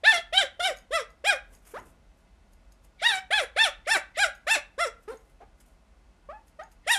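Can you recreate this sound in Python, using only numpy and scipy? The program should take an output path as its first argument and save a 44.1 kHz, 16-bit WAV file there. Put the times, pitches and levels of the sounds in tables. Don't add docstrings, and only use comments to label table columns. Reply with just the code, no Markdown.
import sys
import numpy as np
from scipy import signal
from scipy.fft import rfft, irfft
from scipy.io import wavfile
from scipy.ndimage import uniform_filter1d

SR = 44100
rng = np.random.default_rng(int(sys.argv[2]) if len(sys.argv) > 2 else 0)


def to_wav(s):
    ch = np.atleast_2d(s).T
    pcm = np.round(np.clip(ch, -1, 1) * 32767)
    wavfile.write(sys.argv[1], SR, pcm.astype(np.int16))


def volts_from_decibels(level):
    exponent = np.asarray(level, float) / 20
    return 10 ** exponent


N = 307818
T = np.arange(N) / SR
TOP_HZ = 14000

# (frequency [Hz], density [dB per Hz])
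AIR_SPECTRUM = [(41, -29.5), (70, -3), (102, -16.5), (194, -13), (431, -21.5), (550, -23), (750, -21),
                (1490, -28), (9820, -42.5), (14000, -55.5)]
AIR_DB, HUM_DB, HUM_WAVER_DB = -64, -58.5, 1
# (frequency [Hz], level [dB])
ROOM_TONES = [(549.1, -81), (651.4, -79.5), (1448, -81.5), (2051, -84), (2600, -87)]
# (loudest time [s], level [dB], swell per 20 dB [s], fade per 20 dB [s])
LAP_SHIFTS = [(1.522, -60.5, 0.05, 0.19), (1.766, -51.5, 0.072, 0.25)]
# (time [s], pitch [Hz], effort [dB], gape [0-1])
YIPS = [
    [(0.033, 517, -36, 0), (0.047, 690.3, -28.5, 0.32), (0.067, 857.7, -22, 0.35),
     (0.087, 908.6, -19.5, 0.32), (0.119, 859.3, -24.5, 0.35), (0.131, 716.7, -27.5, 0.23),
     (0.153, 701.4, -24, 0.61), (0.175, 661, -31, 0.76), (0.2, 670, -41.5, 0)],
    [(0.323, 572.6, -39.5, 0.2), (0.339, 694.6, -29.5, 0.36), (0.353, 767, -27.5, 0.2),
     (0.369, 756.7, -25, 0.98), (0.381, 789.6, -19, 0.73), (0.395, 813, -22.5, 0.42),
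     (0.419, 697, -28.5, 0.46), (0.437, 561, -40, 0), (0.46, 536, -49, 1)],
    [(0.592, 540, -34, 0.5), (0.606, 726.4, -31.5, 0.64), (0.624, 689.3, -31.5, 0.85),
     (0.66, 787, -21, 0.73), (0.692, 650.6, -33.5, 0.14), (0.716, 542, -45.5, 0.15), (0.725, 487, -50, 0.6)],
    [(0.905, 461.2, -50, 0.5), (0.917, 521, -46, 0.8), (0.939, 663.5, -29.5, 0.4),
     (0.959, 673.7, -25.5, 0.55), (0.971, 639, -30.5, 0.5), (1.025, 443.2, -54, 0.86)],
    [(1.238, 475.3, -46.5, 0.5), (1.248, 584.7, -33.5, 0.55), (1.262, 726.4, -29, 0.56),
     (1.274, 818.6, -21.5, 0.5), (1.296, 833, -20.5, 0.36), (1.316, 732.8, -30.5, 0.7),
     (1.328, 661.5, -30, 0.3), (1.344, 555, -41, 0.58), (1.365, 518, -49.5, 0.9)],
    [(3.015, 551.3, -41.5, 0.5), (3.023, 644, -30, 0.35), (3.033, 755, -29.5, 0.53),
     (3.051, 912, -22, 0.35), (3.075, 957.5, -18.5, 0.5), (3.087, 941.4, -22, 0.84),
     (3.123, 794, -27, 0.62), (3.179, 735.6, -38, 0.48), (3.19, 760, -37, 0.6)],
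    [(3.303, 529.5, -39.5, 0), (3.311, 628.4, -27.5, 0.8), (3.321, 727, -30, 0.16), (3.335, 855, -21, 0.65),
     (3.347, 861, -24.5, 0.55), (3.375, 851, -25.5, 1), (3.379, 824.4, -23, 0.7), (3.415, 578, -35.5, 0.1),
     (3.44, 475, -41.5, 0.4)],
    [(3.56, 472.2, -35.5, 0), (3.572, 632.6, -29, 0.84), (3.582, 746, -27.5, 0.4),
     (3.592, 863.5, -25, 0.84), (3.63, 913, -20, 0.47), (3.638, 877, -20, 0.9), (3.65, 792, -24.5, 0.61),
     (3.674, 664, -31.5, 0.5), (3.695, 532.9, -41.5, 0.9)],
    [(3.865, 505, -46, 0.15), (3.883, 652.2, -30.5, 0.38), (3.893, 754, -28, 0.36),
     (3.911, 884.6, -22, 0.54), (3.931, 912.6, -22, 0.35), (3.959, 753.5, -26.5, 0.54),
     (3.971, 661, -32, 0.3), (3.99, 581.5, -53, 0.6)],
    [(4.168, 533.8, -36.5, 0.66), (4.186, 682, -31, 0.33), (4.202, 811, -24.5, 0.22),
     (4.224, 838.7, -22, 0.37), (4.242, 728.8, -26, 0.5), (4.26, 631.3, -36, 0), (4.274, 602, -51, 0.77),
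     (4.29, 556.4, -50.5, 0.5)],
    [(4.465, 510.5, -33, 1), (4.479, 632.5, -31.5, 0.25), (4.491, 758, -24.5, 0.56),
     (4.513, 900, -20.5, 0.43), (4.535, 901.4, -22, 0.54), (4.559, 725.5, -28, 0.7), (4.571, 618, -41, 0),
     (4.579, 603.5, -36.5, 0.5), (4.59, 569, -46, 1)],
    [(4.777, 460, -52.5, 0.5), (4.789, 553, -37, 0.85), (4.809, 690.5, -25.5, 0.5),
     (4.825, 697, -26.5, 0.73), (4.841, 672, -30, 0.82), (4.859, 551, -39, 0.02), (4.869, 481, -38, 0.82),
     (4.89, 440, -74, 0.8)],
    [(6.863, 480.3, -48, 0.8), (6.873, 608.5, -42, 0.67), (6.881, 685, -28.5, 0.46),
     (6.897, 856, -29, 0.34), (6.915, 973, -22, 0.15), (6.931, 948.5, -20.5, 0.83), (6.953, 827, -27.5, 1),
     (6.961, 793.2, -31, 0.4), (6.979, 804.4, -35.5, 0.6)],
]
# (time [s], pitch [Hz], effort [dB], gape [0-1])
WHIMPERS = [
    [(1.735, 384, -47, .5), (1.747, 500, -46, 0.96), (1.76, 585, -47, .7), (1.773, 668, -43.5, 1),
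     (1.779, 896, -48, 0.2), (1.797, 1006, -56, 0)],
    [(5.075, 390, -42, 1), (5.088, 428, -43.5, 0.37), (5.104, 451, -44.5, 0.1), (5.122, 528, -48, 0.67),
     (5.132, 531, -52.5, 0.7), (5.142, 455, -60, 0.67), (5.162, 450, -61, 1)],
    [(5.402, 696, -62, .5), (5.409, 712, -55, 0.53), (5.421, 731, -59.5, .5), (5.433, 787, -67, 0.34),
     (5.442, 790, -66, 0.4)],
    [(6.286, 551, -40, 0.56), (6.297, 574, -45, 0.73), (6.317, 657, -45.5, 0.9), (6.324, 678, -54, 0.76),
     (6.331, 834, -54, 0.3), (6.351, 861, -58, .4), (6.365, 851, -61, .5), (6.395, 910, -75, .6)],
    [(6.587, 590, -60, .5), (6.597, 633, -41.5, 0.45), (6.607, 630, -44.5, .6), (6.618, 777, -46.5, 0.57),
     (6.636, 875, -60, 0.35), (6.652, 900, -68, 0.56)],
]
# (fundamental at full effort [dB], throat resonance [Hz],
# throat against mouth [dB], treble against effort [dB])
CALL_COLOURS = [(-28, 3600, 4.5, -18.5), (-27.5, 3440, 5, -15.5), (-27, 3390, -3.5, -14),
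                (-27.5, 3500, -6, -12.5), (-26.5, 3470, -5.5, -13.5), (-37.5, 2800, -18, -18),
                (-29, 3640, -4.5, -16.5), (-28, 3500, -4.5, -17.5), (-27, 3680, -7.5, -14),
                (-29.5, 3680, -3, -11), (-29, 3600, -3, -9.5), (-29.5, 3700, -8.5, -11.5),
                (-28.5, 3600, -15.5, -11.5), (-41, 3820, -20, -18), (-49, 3540, -24, -21),
                (-38, 3500, -27, -31), (-39.5, 3360, -14, -25), (-27.5, 3400, -1, -8.5)]
MUZZLE_DROPS = [-0.5, 48.5, 99, 99.5, 1, 400, -1, 5, 4, -4, -2, 11.5, 50, 449, 398, 554, 453, -1]
HUSKINESS = [2, 2, 3, 0, 0, 10, 0, 2, 0, 2, 0, 1, 0, 8, 14, 1, 4, 2]
# (time [s], half length [s], depth [0-1])
VOICE_CRACKS = [(0.118, .012, 0.02), (3.106, .012, 0.23), (3.968, .018, 0.47), (4.562, .018, 0.4),
                (5.134, 0.018, 0.48), (5.425, 0.026, 0.57), (6.94, .01, 0.13)]
# (frequency [Hz], width [Hz], level [dB])
UPPER_RESONANCES = [(5322, 450, 10), (7320, 440, 8), (9280, 1100, 4.5), (11500, 580, -5.5)]
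# (at steady pitch [dB], added as the pitch sags by half [dB])
BREATHINESS = [(-20, 21), (-17, 22), (-9, 24)]
MOUTH_WIDTH_HZ, THROAT_WIDTH_HZ = 780, 510
BASE_JITTER, SHIMMER_DB = 0.004, 1.5
LOW_PER_EFFORT = 0.34
# (pitch [Hz], gain [dB])
LOW_BY_PITCH = [(450, 3.5), (600, -1), (750, 0), (850, -4), (950, -5)]
LOW_ATTACK_S, LOW_ATTACK_DB, LOW_RELEASE_S, LOW_RELEASE_DB = 0.0042, -1.5, 0.012, -4
MOUTH_BASE_HZ, MOUTH_PER_PITCH, MOUTH_GAPE_HZ = 990, 1.176, 500
GAPE_THROAT_DB, GAPE_LOW_DB, GAPE_TREBLE_DB = 24, 8, 4
SAG_THROAT_DB, SAG_TREBLE_DB, SAG_THROAT_HZ = -25, 17, 298
CLIMB_THROAT_DB, CLIMB_TREBLE_DB = -16, -2
# (loudest time [s], level [dB], swell per 20 dB [s], fade per 20 dB [s])
FUR_STROKES = [(.772, -59, 0.033, 0.055), (1.102, -71, .02, .04), (1.548, -58, 0.055, 0.046),
               (1.688, -54.5, 0.061, .14), (1.86, -61.5, 0.028, 0.076), (2.188, -73, 0.045, 0.068),
               (2.534, -67, 0.028, 0.022), (2.724, -68, 0.017, 0.035), (2.85, -63, .025, .025),
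               (4.354, -65, 0.012, 0.044), (5.03, -66, 0.037, .03), (5.09, -63.5, 0.017, .2),
               (5.306, -74, 0.065, .04), (5.606, -60.5, 0.023, 0.036), (5.668, -71, .02, 0.12),
               (6.482, -64, 0.027, 0.029), (6.724, -64, .03, .025)]
# (time [s], peak level [dB])
SCISSOR_TICKS = [(0.7713, -43), (0.7864, -41.5), (1.104, -51), (1.5505, -46.5), (1.6541, -52),
                 (1.7993, -49), (2.5339, -52.5), (2.7217, -49.5), (2.8472, -58), (4.352, -49),
                 (5.1727, -49.5), (5.6019, -52.5), (6.482, -53), (6.6351, -45), (6.7175, -54)]
# (frequency [Hz], level [dB], 60 dB decay [s])
BLADE_MODES = [(4900, -8.5, .012), (5000, 1.5, 0.01234), (6600, 5.5, 0.028), (8700, -5, 0.0084),
               (11300, -4, 0.014)]
# (start [s], end [s], frequency [Hz], level at full swell [dB])
INDRAWN_WHISTLES = [(2.981, 3.017, 2240, -44.5), (3.545, 3.564, 2250, -57), (3.844, 3.864, 2220, -52.5),
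                    (4.138, 4.169, 2070, -44.5), (6.824, 6.884, 2010, -55)]
# (frequency [Hz], width [Hz], 60 dB decay [s], echo against direct [dB])
ROOM_ECHO = [(620, 1200, 0.33, -16), (1890, 2200, 0.3, -10.5), (4320, 6900, 0.2, -11.5),
             (9000, 5800, 0.1, -7.5)]


def level(x, db):
    return x * volts_from_decibels(db) / np.sqrt(np.mean(x ** 2))


def band(x, hz, width_hz):
    edges = [hz - width_hz / 2, hz + width_hz / 2]
    return signal.sosfilt(signal.butter(2, edges, "bandpass", fs=SR, output="sos"), x)


def walk(rate, count):
    hold = max(int(SR / rate), 1)
    steps = np.repeat(rng.standard_normal(count // hold + 1), hold)
    return 1.65 * uniform_filter1d(uniform_filter1d(steps, hold), hold)[:count]


def strokes(rows):
    t = T[::44]
    gain = sum(volts_from_decibels(db - 20 * np.maximum((s - t) / swell, (t - s) / fade)) for s, db, swell, fade in rows)
    return np.interp(T, t, gain)


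def room_air():
    hz, db = np.transpose(AIR_SPECTRUM)
    f = np.arange(N // 2 + 1) * SR / N + 1
    hiss = irfft(rfft(rng.standard_normal(N)) * volts_from_decibels(np.interp(np.log(f), np.log(hz), db)), N)
    hum = volts_from_decibels(HUM_WAVER_DB * walk(4, N)) * level(band(rng.standard_normal(N), 46, 17), HUM_DB)
    tones = sum(level(band(rng.standard_normal(N), hz, 25), db) for hz, db in ROOM_TONES)
    rumble = strokes(LAP_SHIFTS) * level(band(rng.standard_normal(N), 251, 500), 0)
    return level(hiss, AIR_DB) + hum + tones + rumble


def layers(rows, colour, muzzle_hz):
    s, hz, effort_db, gape = np.transpose(rows)
    full_db, throat_hz, throat_db, treble_db = colour
    wide = np.clip(gape, 0, 1) - 0.5
    sag = 1 - hz / np.maximum.accumulate(hz)
    climb = 1 - hz / hz.max() - sag

    low_db = full_db + LOW_PER_EFFORT * (effort_db - effort_db.max())
    low_db = low_db + np.interp(hz, *np.transpose(LOW_BY_PITCH)) - GAPE_LOW_DB * wide
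    low_db = low_db + LOW_ATTACK_DB * np.clip(1 - (s - s[0]) / LOW_ATTACK_S, 0, 1)
    low_db = low_db + LOW_RELEASE_DB * np.clip(1 - (s[-1] - s) / LOW_RELEASE_S, 0, 1)

    balance_db = throat_db + GAPE_THROAT_DB * wide + SAG_THROAT_DB * sag + CLIMB_THROAT_DB * climb
    throat_share = 1 / (1 + volts_from_decibels(-2 * balance_db))
    mouth_db = effort_db + 10 * np.log10(1 - throat_share)
    throat_db = effort_db + 10 * np.log10(throat_share)
    treble_db = effort_db + treble_db + SAG_TREBLE_DB * sag + CLIMB_TREBLE_DB * climb - GAPE_TREBLE_DB * wide
    mouth_hz = MOUTH_BASE_HZ - muzzle_hz + MOUTH_PER_PITCH * hz - MOUTH_GAPE_HZ * wide
    throat_hz = throat_hz - SAG_THROAT_HZ * sag
    return s, hz, low_db, mouth_hz, mouth_db, throat_hz, throat_db, treble_db


def resonance(f, hz, width_hz, size=8):
    once = 1 / (1 + 1j * (f - hz)[:, ::size] / width_hz)
    return np.repeat(once * once * once, size, axis=1)[:, :len(hz)]


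def call(rows, colour, muzzle_hz, husk_db):
    s, hz, low_db, mouth_hz, mouth_db, throat_hz, throat_db, treble_db = layers(rows, colour, muzzle_hz)
    tail_s = 0.012
    t = np.arange(int(s[0] * SR), min(int((s[-1] + tail_s) * SR), N)) / SR
    count = len(t)
    onset = np.clip((t - t[0]) / 0.004, 0, 1) ** 2
    bloom = np.clip((t - t[0]) / 0.011, 0, 1)

    def smooth(curve):
        return uniform_filter1d(curve, size=400, mode="nearest")

    def glide(curve):
        return smooth(smooth(np.interp(t, s, curve)))

    def loud(db):
        return onset * np.interp(t, np.r_[s, s[-1] + tail_s], np.r_[volts_from_decibels(db), 0])

    pitch = glide(hz)
    sag = 1 - pitch / np.maximum.accumulate(pitch)
    slack = sag + 0.4 * (1 - pitch / pitch.max() - sag)
    crack = sum(depth * np.exp(-((t - at) / half) ** 4) for at, half, depth in VOICE_CRACKS)
    jitter = BASE_JITTER * volts_from_decibels(husk_db) * (1 + 6 * sag) + 0.065 * crack
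    phase = np.cumsum(pitch * (1 + jitter * walk(250, count))) / SR

    order = np.arange(2, 30)[:, None]
    f = order * pitch
    waves = -np.sqrt(2) * np.exp(2j * np.pi * order * phase) * (f < TOP_HZ)
    waves = waves * volts_from_decibels([2.4 * walk(60, count) for _ in order])
    upper = [(centre * (1 + 0.2 * sag), width, volts_from_decibels(db + 1.8 * walk(45, count)))
             for centre, width, db in UPPER_RESONANCES]
    shapes = [resonance(f, glide(mouth_hz), MOUTH_WIDTH_HZ),
              resonance(f, glide(throat_hz), THROAT_WIDTH_HZ),
              sum(gain * resonance(f, centre, width) for centre, width, gain in upper)]

    air = rng.standard_normal(count) * (1 + 0.6 * np.cos(2 * np.pi * phase))
    hisses = [band(air, 1800 - muzzle_hz, 1300),
              band(air, throat_hz.mean(), 1500),
              sum(gain * band(air, centre.mean(), 2 * width) for centre, width, gain in upper)]
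    rasp = volts_from_decibels(30 * sag + husk_db + 20 * crack) * level(band(air, 480, 300), -28)

    out = loud(low_db) * (np.sqrt(2) * np.sin(2 * np.pi * phase) + rasp)
    for db, shape, hiss, (breath_db, slack_db) in zip([mouth_db, throat_db, treble_db], shapes, hisses, BREATHINESS):
        tone = (shape * waves).real.sum(axis=0) / np.sqrt((np.abs(shape) ** 2).sum(axis=0))
        breath = volts_from_decibels(breath_db + husk_db + 2 * slack_db * slack + 6.9 * crack)
        mix = (tone + breath * level(hiss, 0)) / np.sqrt(1 + breath ** 2)
        shimmer = volts_from_decibels(SHIMMER_DB * walk(150, count))
        out = out + loud(db) * bloom * shimmer * mix
    return out * (1 + crack * np.cos(np.pi * phase))


def puppy_calls():
    out = np.zeros(N)
    calls = sorted(YIPS + WHIMPERS)
    for rows, colour, muzzle_hz, husk_db in zip(calls, CALL_COLOURS, MUZZLE_DROPS, HUSKINESS):
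        voice = call(rows, colour, muzzle_hz, husk_db)
        start = int(rows[0][0] * SR)
        out[start:start + len(voice)] += voice
    return out


def rustle():
    grain = rng.standard_normal(N) * volts_from_decibels(2.4 * walk(200, N))
    brush = level(band(grain, 8000, 8000), 0) + level(band(grain, 2500, 3900), -2)
    return strokes(FUR_STROKES) * brush


def scissors():
    out = np.zeros(N + SR)
    t = np.arange(SR // 10) / SR
    for s, peak_db in SCISSOR_TICKS:
        variation_db = 3.3 * rng.standard_normal(len(BLADE_MODES))
        ring = sum(volts_from_decibels(db + vary - 60 * t / t60) * np.sin(2 * np.pi * hz * t)
                   for (hz, db, t60), vary in zip(BLADE_MODES, variation_db))
        snap = 0.42 * np.exp(-t / 0.005) * band(rng.standard_normal(len(t)), 7500, 9000)
        tick = ring + snap
        start = int(s * SR)
        out[start:start + len(t)] += volts_from_decibels(peak_db) * tick / np.abs(tick).max()
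    return out[:N]


def indrawn_air():
    out = np.zeros(N)
    for start, end, hz, db in INDRAWN_WHISTLES:
        swell = np.interp(T, [start, end, end + 0.01], [0, 1, 0], left=0)
        air = rng.standard_normal(N)
        whistle = level(band(air, hz, 250), db)
        hiss = level(band(air, 2900, 1700), db + 2)
        out += swell * (whistle + swell * hiss)
    return out


def room_echo(near):
    t = np.arange(SR // 2) / SR
    rise = np.clip(t / 0.012, 0, 1)
    tail = np.zeros(len(t))
    for hz, width, t60, db in ROOM_ECHO:
        decay = band(rng.standard_normal(len(t)), hz, width) * volts_from_decibels(-60 * t / t60) * rise
        tail += np.sqrt(2 * width / SR) * level(decay, db)
    return signal.fftconvolve(near, tail / np.sqrt(len(t)))[:N]


def scene():
    near = puppy_calls() + rustle() + scissors() + indrawn_air()
    return (near + room_echo(near) + room_air())[None]


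def roll_off(x):
    return signal.sosfilt(signal.butter(12, 14360, fs=SR, output="sos"), x)


def record(dry):
    low_pass = signal.ellip(8, 0.2, 70, TOP_HZ, fs=SR, output="sos")
    mix = signal.sosfilt(low_pass, dry)
    return roll_off(mix)


dry = scene()
out = record(dry)
to_wav(out)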